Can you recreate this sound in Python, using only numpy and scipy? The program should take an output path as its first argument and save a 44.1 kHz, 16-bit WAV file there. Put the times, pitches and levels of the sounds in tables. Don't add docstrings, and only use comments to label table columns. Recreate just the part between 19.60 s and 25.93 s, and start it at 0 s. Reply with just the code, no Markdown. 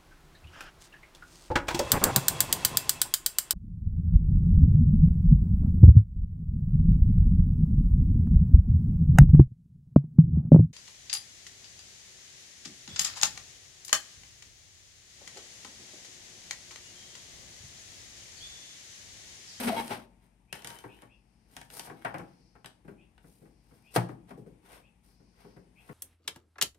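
import sys
import numpy as np
from scipy import signal
from scipy.fft import rfft, irfft, next_fast_len
from scipy.io import wavfile
from scipy.ndimage import uniform_filter1d

SR = 44100
rng = np.random.default_rng(int(sys.argv[2]) if len(sys.argv) > 2 else 0)


def wav_record(signal):
    frames = np.transpose(np.atleast_2d(signal))
    bounded = np.clip(frames, -1, 1)
    quanta = np.round(bounded * 32767).astype(np.int16)
    wavfile.write(sys.argv[1], SR, quanta)


N = 279153
TIME = np.arange(N) / SR
HIT_SIZE = 16384

# [time_s, rasp_level_db, grit_level_db]
PLATE_DRAG = [(0.0, -45.5, -45), (0.068, -45, -45), (0.078, -35, -42), (0.108, -49, -54.5),
              (0.204, -45, -52), (0.228, -55.5, -56.5), (0.298, -58.5, -56), (0.312, -42, -51),
              (0.46, -77.5, -82)]
# [start_s, strongest_s, end_s, level_db, slips_per_s]
PLATE_JUDDERS = [(-.1, 0.1, 0.14, -33.5, 238), (0.089, 0.096, 0.13, -33.5, 710),
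                 (0.112, 0.13, 0.16, -34, 680), (0.097, 0.18, 0.34, -44.5, 232),
                 (0.3, 0.322, 0.375, -43.5, 850), (.33, 0.367, 0.46, -50.5, 239)]
# [pitch_hz, rubbed_level_db, squealing_level_db, fall_by_60_db_s]
PLATE_MODES = [(244, -16, -30, 0.29), (394, -5.5, -45, 0.15), (670.4, -5, -19, 0.34),
               (817.5, 2.5, -15.5, 0.4), (907, -5.5, 1.5, 0.78), (1304, -5.5, -27, 0.44),
               (1740, -12, -31, 0.28), (2190, 2.5, -8.5, 0.25), (2510, -15, -20, 0.15),
               (2860, -10, -22, 0.28), (3276, -9, -10, 0.2), (3510, -14, -20, .2), (3900, -6.5, -19, 0.17),
               (4660, -19, -37, .2), (5130, -12, -37, 0.13)]
# [start_s, let_go_s, level_db]
EDGE_SQUEAL = (0.16, .2, -34.3)
# [start_s, clack_peak_db, tick_level_db]
SHARP_CLICKS = [(.279, -40, -44.5), (.927, -29, -37), (1.021, -45, -55), (1.046, -32.5, -41),
                (1.072, -38, -39.5), (1.103, -39.5, -49), (1.187, -48, -52), (1.42, -48, -58),
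                (1.966, -33.5, -43.5), (2.014, -38.5, -51), (2.102, -45.5, -52), (2.195, -33, -38),
                (2.583, -48, -52.5), (3.045, -35.5, -59), (3.059, -37.5, -46.5), (3.579, -50.5, -72)]
# [start_s, clack_peak_db, thud_level_db]
BENCH_KNOCKS = [(.304, -34, -45.5), (1.238, -36.5, -46.5), (1.422, -43, -57.5), (2.27, -39, -53),
                (2.297, -35.5, -46.5), (2.447, -21.5, -42), (2.541, -29, -43), (2.591, -37.5, -45.5),
                (2.951, -49, -59), (3.246, -56, -51.5), (3.278, -43, -46), (3.64, -55, -55),
                (3.815, -62, -54), (3.853, -57, -58), (4.109, -60, -58), (4.487, -36, -41.5),
                (4.705, -38.5, -46.5), (4.772, -62, -47), (4.861, -58, -49.5), (5.597, -64.5, -61),
                (5.845, -53, -51), (5.963, -51, -50.5), (6.289, -41, -44.5)]
# [start_s, hardest_s, end_s, rub_level_db, hiss_level_db, sliding_part]
SLIDING_STROKES = [(.6, 0.638, 0.69, -72, -75, "plate"), (.92, .945, 1.02, -56, -60, "bar"),
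                   (.96, 1.11, 1.3, -55, -57, "bar"), (1.28, 1.335, 1.5, -65, -69, "bar"),
                   (1.868, 1.956, 2.13, -65.5, -65, "pad"), (2.095, 2.17, 2.225, -52.5, -45.5, "plate"),
                   (2.19, 2.262, 2.3, -55.5, -52, "plate"), (2.3, 2.43, 2.58, -63, -69, "plate"),
                   (2.6, 2.678, 2.83, -71, -82, "pad"), (3.613, 3.676, 3.97, -84, -69.5, "pad"),
                   (3.99, 4.15, 4.5, -75, -75.5, "pad"), (4.305, 4.35, 4.388, -62, -57, "pad"),
                   (4.338, 4.354, 4.37, -46, -39.5, "pad"), (4.668, 4.705, 4.73, -59, -67, "pad"),
                   (5.014, 5.136, 5.23, -56, -61.5, "pad"), (5.422, 5.453, 5.59, -74, -70.5, "pad"),
                   (5.723, 5.805, 6.01, -65, -74, "pad"), (6.125, 6.28, 6.45, -67, -68.5, "pad")]
# [start_s, crack_level_db, clatter_level_db, boom_level_db]
JAW_SNAP = (4.3603, -20, -28.5, -26.5)
# [pitch_hz, level_db, fall_by_60_db_s]
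BENCH_MODES = [(121.5, 2.5, 0.2), (176.4, -8.5, 0.36), (241.5, -5, 0.12), (348, -8, 0.24),
               (462, -16, 0.098), (700, -5, 0.074), (754, -2.5, 0.052), (850, -11.5, 0.18), (975, -14, 0.2),
               (1340, -36, 0.2), (1630, -33, 0.22)]
# [pitch_hz, level_db, fall_by_60_db_s]
BAR_MODES = [(935, 4.5, 0.35), (1504, -3, 0.14), (1750, -3, 0.15), (2270, 1.5, 0.1), (2380, -13, 0.16),
             (2840, -16, 0.49), (3060, 8, 0.13), (3750, -5, 0.14), (3920, -5, 0.14), (4360, -18, 0.12),
             (6330, -8, 0.13), (6850, -6, 0.12)]
# [start_s, level_db]
BIRD_CALLS = [(.872, -65), (1.265, -58), (1.476, -62.5), (3.36, -64.5), (4.228, -61), (5.213, -64.5),
              (6.148, -59)]
# [start_s, end_s, level_db]
HISS_SPELLS = [(1.493, 2.1, -84.5), (2.1, 2.95, -78.5), (3.82, 4.4, -81), (5.43, 5.95, -77)]
# [pitch_hz, level_db]
MOTOR_HUM = [(49.5, -72.5), (59, -76.5), (120, -79.5), (181, -77.5), (226, -82.5)]

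THUD_COLOUR = [(50, -43), (90, -10), (125, 1.5), (180, -0.5), (260, -1), (400, -5.5), (600, -15.5),
               (1200, -46)]
CLICK_COLOUR = [(200, -9), (450, -3), (700, 6), (1100, -1), (1700, 5), (2500, 0.5), (3600, -2),
                (6000, -25.5)]
KNOCK_COLOUR = [(200, -22), (420, -5.5), (700, 4.5), (1000, -1.5), (1600, -3), (2300, -8.5), (3300, -24),
                (6000, -41.5)]
TICK_COLOUR = [(1200, -15.5), (2500, 1), (3500, 0.5), (5000, 0.5), (7000, -0.5), (10000, -2), (15000, -11)]
CRACK_COLOUR = [(70, -30), (140, -1.5), (300, -1), (700, -1.5), (1000, -7.5), (1500, -6.5), (2100, -12),
                (2900, -13.5), (4200, -17.5), (6000, -22.5), (9000, -22.5), (15000, -23)]
RASP_COLOUR = [(60, -15), (140, -5.5), (240, -2), (450, 1), (800, -1.5), (1200, -6.5), (2200, -7),
               (3500, -12.5), (6000, -22), (12000, -39)]
GRIT_COLOUR = [(1200, -17.5), (2800, -7), (4500, -1.5), (6500, -2), (9000, 0), (12000, 1), (15000, -3)]
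AIR_COLOUR = [(25, -22), (50, 3), (90, -2.5), (170, -2.5), (300, -7), (550, -19.5), (830, -13.5),
              (1250, -26), (2400, -21.5), (4000, -32), (7000, -31), (11000, -33.5), (15000, -49)]
THIN_COLOUR = [(2500, -40), (4300, -0.5), (5100, 4), (6200, -3.5), (7500, -16), (12000, -36.5)]

# [frequency_hz, gain_db]
MICROPHONE_TONE = [(20, -11.5), (45, 2), (5500, 0.5), (7300, -3), (8000, 0), (8700, 6.5), (10000, 2),
                   (13000, 0), (15500, -7.5)]
# [frequency_hz, side_minus_mid_db]
STEREO_WIDTH = [(60, -23), (125, -20), (250, -13), (500, -4), (1000, 1), (2000, -2), (12000, -1)]
# [frequency_hz, fall_by_60_db_s]
ROOM_DECAY = [(100, .55), (300, 0.5), (800, 0.35), (2000, 0.25), (5000, 0.29), (13000, 0.19)]

TOP_HZ = 15750
RASP_DB, GRIT_DB, GRIT_PAN_DB = 8, 4, -2
SQUEAL_ATTACK_S, SQUEAL_RELEASE_S = 0.0077, 0.0046
AFTER_RING_DB = -19
CLICK_CONTACT_S, CLICK_THUD_DB = 0.0042 * 1.49, -21
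KNOCK_CONTACT_S, KNOCK_TICK_DB = 0.0085 * 1.49, -28.5
SETTLE_S, SETTLE_DB = 0.028, -9
BRIGHTEN = 0.11
FUMBLE_DB, FUMBLES_PER_S = -64, 3.2
BAR_RING_DB, PLATE_RING_DB = -5, -5.5
SCRATCHES_PER_S, SCRATCH_S, SCRATCH_DB = 60, 0.0014, -1
CHIRP_S, CHIRP_FROM_HZ, CHIRP_RISE_HZ_PER_S = 0.078, 2250, 8300
CHIRP_ROUGH = 0.044
CHIRP_SPREAD = 0.12
HISS_ATTACK_S, HISS_RELEASE_S = 0.047, 0.13


def undb(db):
    return 10 ** (np.asarray(db) / 20)


def curve(table, column=1):
    rows = np.array(table)
    return np.interp(TIME, rows[:, 0], rows[:, column], right=-np.inf)


def across(points, hz):
    f, value = np.transpose(points)
    return np.interp(np.log(np.maximum(hz, 1)), np.log(f), value)


def unit(x):
    return x / np.sqrt(np.mean(x ** 2))


def loudest(x):
    power = uniform_filter1d(np.mean(x ** 2, axis=0), SR // 100)
    return x / np.sqrt(power.max())


def colour(x, points):
    n = x.shape[-1]
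    size = 2 * next_fast_len(n // 2 + 2048)
    gain = undb(across(points, np.fft.rfftfreq(size, 1 / SR)))
    cepstrum = irfft(np.log(gain))
    cepstrum[1:size // 2] *= 2
    cepstrum[size // 2 + 1:] = 0
    return irfft(rfft(x, size) * np.exp(rfft(cepstrum)))[..., :n]


def noise(size):
    mid, side = rng.standard_normal((2, size))
    side = colour(side, STEREO_WIDTH)
    return np.array([mid + side, mid - side])


def walk(rate):
    knots = rng.standard_normal(4096)
    return unit(np.interp(TIME * rate, np.arange(len(knots)), knots))


def add(track, sound, start):
    i = max(int(start * SR), 0)
    track[:, i:i + sound.shape[1]] += sound[:, :N - i]


def pan(x, left_db):
    return x * undb(np.array([[left_db], [-left_db]]) / 2)


def swell(start, top, end):
    return np.interp(TIME, [start, top, end], [0, 1, 0])


def hold(start, end, attack, release, t=TIME):
    rise = 1 - np.exp(-np.maximum(t - start, 0) / attack)
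    return rise * np.exp(-np.maximum(t - end, 0) / release)


def ring(hz, t60):
    t = TIME[:HIT_SIZE]
    skew = undb(across(STEREO_WIDTH, hz)) * rng.choice([-1, 1]) * np.array([[0.7], [-0.7]])
    return np.sin(2 * np.pi * hz * t + skew) * np.exp(-np.log(1000) * t / t60)


def body(part):
    modes = BAR_MODES if part == "bar" else [(hz, db, t60) for hz, db, _, t60 in PLATE_MODES]
    return sum(undb(db) * ring(hz, t60) / np.sqrt(t60) for hz, db, t60 in modes)


def through(response, force):
    return unit(signal.fftconvolve(force, response, axes=1)[:, :force.shape[1]])


def contact(rise, length):
    t = TIME[:HIT_SIZE]
    return noise(HIT_SIZE) * (1 - np.exp(-t / rise)) * np.exp(-t / max(length, rise))


def bump(db):
    return undb(db) * loudest(colour(contact(rise=0.007, length=0.021), THUD_COLOUR))


def blow(clack_db, thud_db, tick_db, part, spectrum, rise, length, thud_s, tick_s, ring_db):
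    clack = colour(contact(rise, length), spectrum)
    clack = unit(clack) + undb(ring_db) * through(part, clack)
    thud = colour(contact(rise * 3, thud_s), THUD_COLOUR)
    tick = colour(contact(rise / 4, tick_s), TICK_COLOUR)
    out = undb(clack_db) * clack / abs(clack).max()
    return out + undb(thud_db) * loudest(thud) + undb(tick_db) * loudest(tick)


def friction(rough_db, grit_db):
    slips = undb(rough_db * np.minimum(walk(190), 1.7))
    grains = undb(grit_db * np.minimum(rng.exponential(size=N), 5))
    return noise(N) * slips, unit(colour(noise(N) * slips * grains, GRIT_COLOUR))


def stick_slip(hz, jitter, rough_db):
    phase = 2 * np.pi * np.cumsum(hz * (1 + jitter * walk(hz / 2))) / SR
    return unit(np.sin(phase) * undb(rough_db * walk(hz / 3)))


def scratches():
    when, size = rng.random(N), np.minimum(rng.exponential(size=N), 2)
    catches = (when < SCRATCHES_PER_S / SR) * undb(5 * size)
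    fading = signal.lfilter([1], [1, -np.exp(-1 / (SCRATCH_S * SR))], catches)
    return unit(noise(N) * fading)


def reverb(x):
    t = TIME[:SR * 3 // 4]
    spectrum = rfft(noise(len(t) + 1))
    hz = np.fft.rfftfreq(len(t) + 1, 1 / SR)
    band_hz = np.array(ROOM_DECAY)[:, 0]
    tail = 0
    for share, (_, t60) in zip(np.eye(len(ROOM_DECAY)), ROOM_DECAY):
        band = irfft(spectrum * across(list(zip(band_hz, share)), hz))[:, :len(t)]
        tail = tail + band * np.exp(-np.log(1000) * t / t60)
    tail = tail * (1 - np.exp(-t / 0.0021))
    return signal.fftconvolve(x, tail / np.sqrt(np.sum(tail ** 2) / 2), axes=1)[:, :N]


def background():
    hum = 0
    for hz, db in MOTOR_HUM:
        tone = unit(np.sin(2 * np.pi * hz * TIME + 0.21 * walk(10.0)))
        hum = hum + undb(db + 1.7 * walk(6.2)) * tone
    air = unit(colour(noise(N), AIR_COLOUR)) * undb(-70.7 + 1.0 * walk(7.9))
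    spells = sum(undb(db) * hold(start, end, HISS_ATTACK_S, HISS_RELEASE_S)
                 for start, end, db in HISS_SPELLS)
    thin = unit(colour(noise(N), THIN_COLOUR)) * spells * undb(1.5 * walk(16))
    return hum + air + thin


def bird():
    out = np.zeros((2, N))
    variations = 1 + CHIRP_SPREAD * rng.uniform(-1, 1, (len(BIRD_CALLS), 2))
    for (start, db), (stretch, steep) in zip(BIRD_CALLS, variations):
        t = TIME[:int(CHIRP_S * stretch * SR)]
        along = t / t[-1]
        pitch = CHIRP_FROM_HZ + CHIRP_RISE_HZ_PER_S * steep * t
        pitch = pitch * (1 + CHIRP_ROUGH * walk(600)[:len(t)])
        phase = 2 * np.pi * np.cumsum(pitch) / SR
        upper_voice = undb(-7) * along * np.sin(1.24 * phase)
        call = (np.sin(phase) + upper_voice) * np.sin(np.pi * along ** 1.2)
        add(out, undb(db) * unit(call)[None], start)
    return 0.32 * out + 0.42 * reverb(out)


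def fumbles():
    out = np.zeros((2, N))
    first, last = 1.9, N / SR
    for when, size in rng.random((int(FUMBLES_PER_S * (last - first)), 2)):
        add(out, bump(FUMBLE_DB - 7 * size), first + when * (last - first))
    return out


def slides():
    force, hiss = friction(rough_db=2.0, grit_db=5.0)
    rasp = unit(colour(force, RASP_COLOUR))
    ticks = scratches()
    scrape = unit(rasp + undb(SCRATCH_DB) * unit(colour(ticks, CLICK_COLOUR)))
    grit = unit(hiss + undb(SCRATCH_DB) * unit(colour(ticks, GRIT_COLOUR)))
    edge = unit(force) + ticks
    parts = {
        "plate": (scrape + undb(PLATE_RING_DB) * through(body("plate"), edge), grit),
        "bar": (scrape + undb(BAR_RING_DB) * through(body("bar"), edge), grit),
        "pad": (rasp, hiss),
    }
    out = np.zeros((2, N))
    for start, hardest, end, rub_db, hiss_db, part in SLIDING_STROKES:
        rub_sound, hiss_sound = parts[part]
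        stroke = undb(rub_db) * rub_sound + undb(hiss_db) * hiss_sound
        out += swell(start, hardest, end) * stroke
    return out


def clicks():
    out = np.zeros((2, N))
    bar = body("bar")
    for start, db, tick_db in SHARP_CLICKS:
        click = blow(db, db + CLICK_THUD_DB, tick_db, bar, CLICK_COLOUR, rise=0.00024,
                     length=CLICK_CONTACT_S, thud_s=0.02, tick_s=0.0026, ring_db=-11.5)
        add(out, click, start)
    return out


def knocks():
    out = np.zeros((2, N))
    plate = body("plate")
    for start, db, thud_db in BENCH_KNOCKS:
        tilt = BRIGHTEN * max(db + 32, 0)
        spectrum = [(hz, level + tilt * np.log2(hz / 700)) for hz, level in KNOCK_COLOUR]
        knock = blow(db, thud_db, db + KNOCK_TICK_DB, plate, spectrum, rise=0.003,
                     length=KNOCK_CONTACT_S, thud_s=0.019, tick_s=0.0039, ring_db=-16.5)
        add(out, knock, start)
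        add(out, bump(thud_db + SETTLE_DB), start + SETTLE_S * rng.uniform(0.69, 1.3))
    return out


def clamp_snap():
    start, crack_db, clatter_db, boom_db = JAW_SNAP
    out = np.zeros((2, N))
    crack = colour(contact(rise=0.0011, length=0.007), CRACK_COLOUR)
    clatter = colour(contact(rise=0.0051, length=0.016), KNOCK_COLOUR)
    add(out, undb(crack_db) * loudest(crack), start)
    add(out, undb(clatter_db) * loudest(clatter), start + 0.0044)
    boom = sum(undb(db) * ring(hz, t60) * (1 - np.exp(-TIME[:HIT_SIZE] * hz / 1.9))
               for hz, db, t60 in BENCH_MODES)
    boom = signal.sosfilt(signal.butter(3, 80, "highpass", fs=SR, output="sos"), boom)
    add(out, undb(boom_db) * loudest(boom) + bump(db=-33), start + 0.00412)
    return out


def squeal():
    start, end, db = EDGE_SQUEAL
    t = TIME[:SR]
    drift = np.cumsum(1 + 0.004 * walk(119)[:SR]) / SR
    driven = hold(start, end, SQUEAL_ATTACK_S, SQUEAL_RELEASE_S, t)
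    out = np.zeros((2, N))
    for hz, _, mode_db, t60 in PLATE_MODES:
        free = undb(AFTER_RING_DB) * hold(start, end, SQUEAL_ATTACK_S, t60 / np.log(1000), t)
        tone = np.sin(2 * np.pi * hz * drift + rng.uniform(0, 2.3, (2, 1)))
        add(out, undb(db + mode_db) * (driven + free) * tone, 0)
    return out


def plate_drag():
    force, hiss = friction(rough_db=1.5, grit_db=3.0)
    plate_ring = through(body("plate"), force)
    rasp = unit(unit(colour(force, RASP_COLOUR)) + undb(-13) * plate_ring)
    judder = sum(undb(db) * swell(start, top, end) * stick_slip(hz, jitter=0.06, rough_db=4.0)
                 for start, top, end, db, hz in PLATE_JUDDERS)
    rasp = rasp * undb(RASP_DB + curve(PLATE_DRAG, column=1))
    grit = hiss * undb(GRIT_DB + curve(PLATE_DRAG, column=2))
    return pan(rasp + judder, left_db=3.5) + pan(grit, GRIT_PAN_DB)


def scene():
    handling = pan(undb(-0.5) * clicks() + slides(), left_db=4.0)
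    handling = handling + pan(undb(-1) * knocks() + fumbles(), left_db=4.5)
    close = plate_drag() + pan(squeal() + clamp_snap(), left_db=3.0)
    echoes = reverb(undb(-5.5) * handling + undb(-11.0) * close)
    return handling + close + echoes + pan(bird() + background(), left_db=6.5)


def record(dry):
    top_cut = signal.ellip(10, 0.2, 70, TOP_HZ, fs=SR, output="sos")
    return signal.sosfilt(top_cut, colour(dry, MICROPHONE_TONE))


dry = scene()
out = record(dry)
wav_record(out)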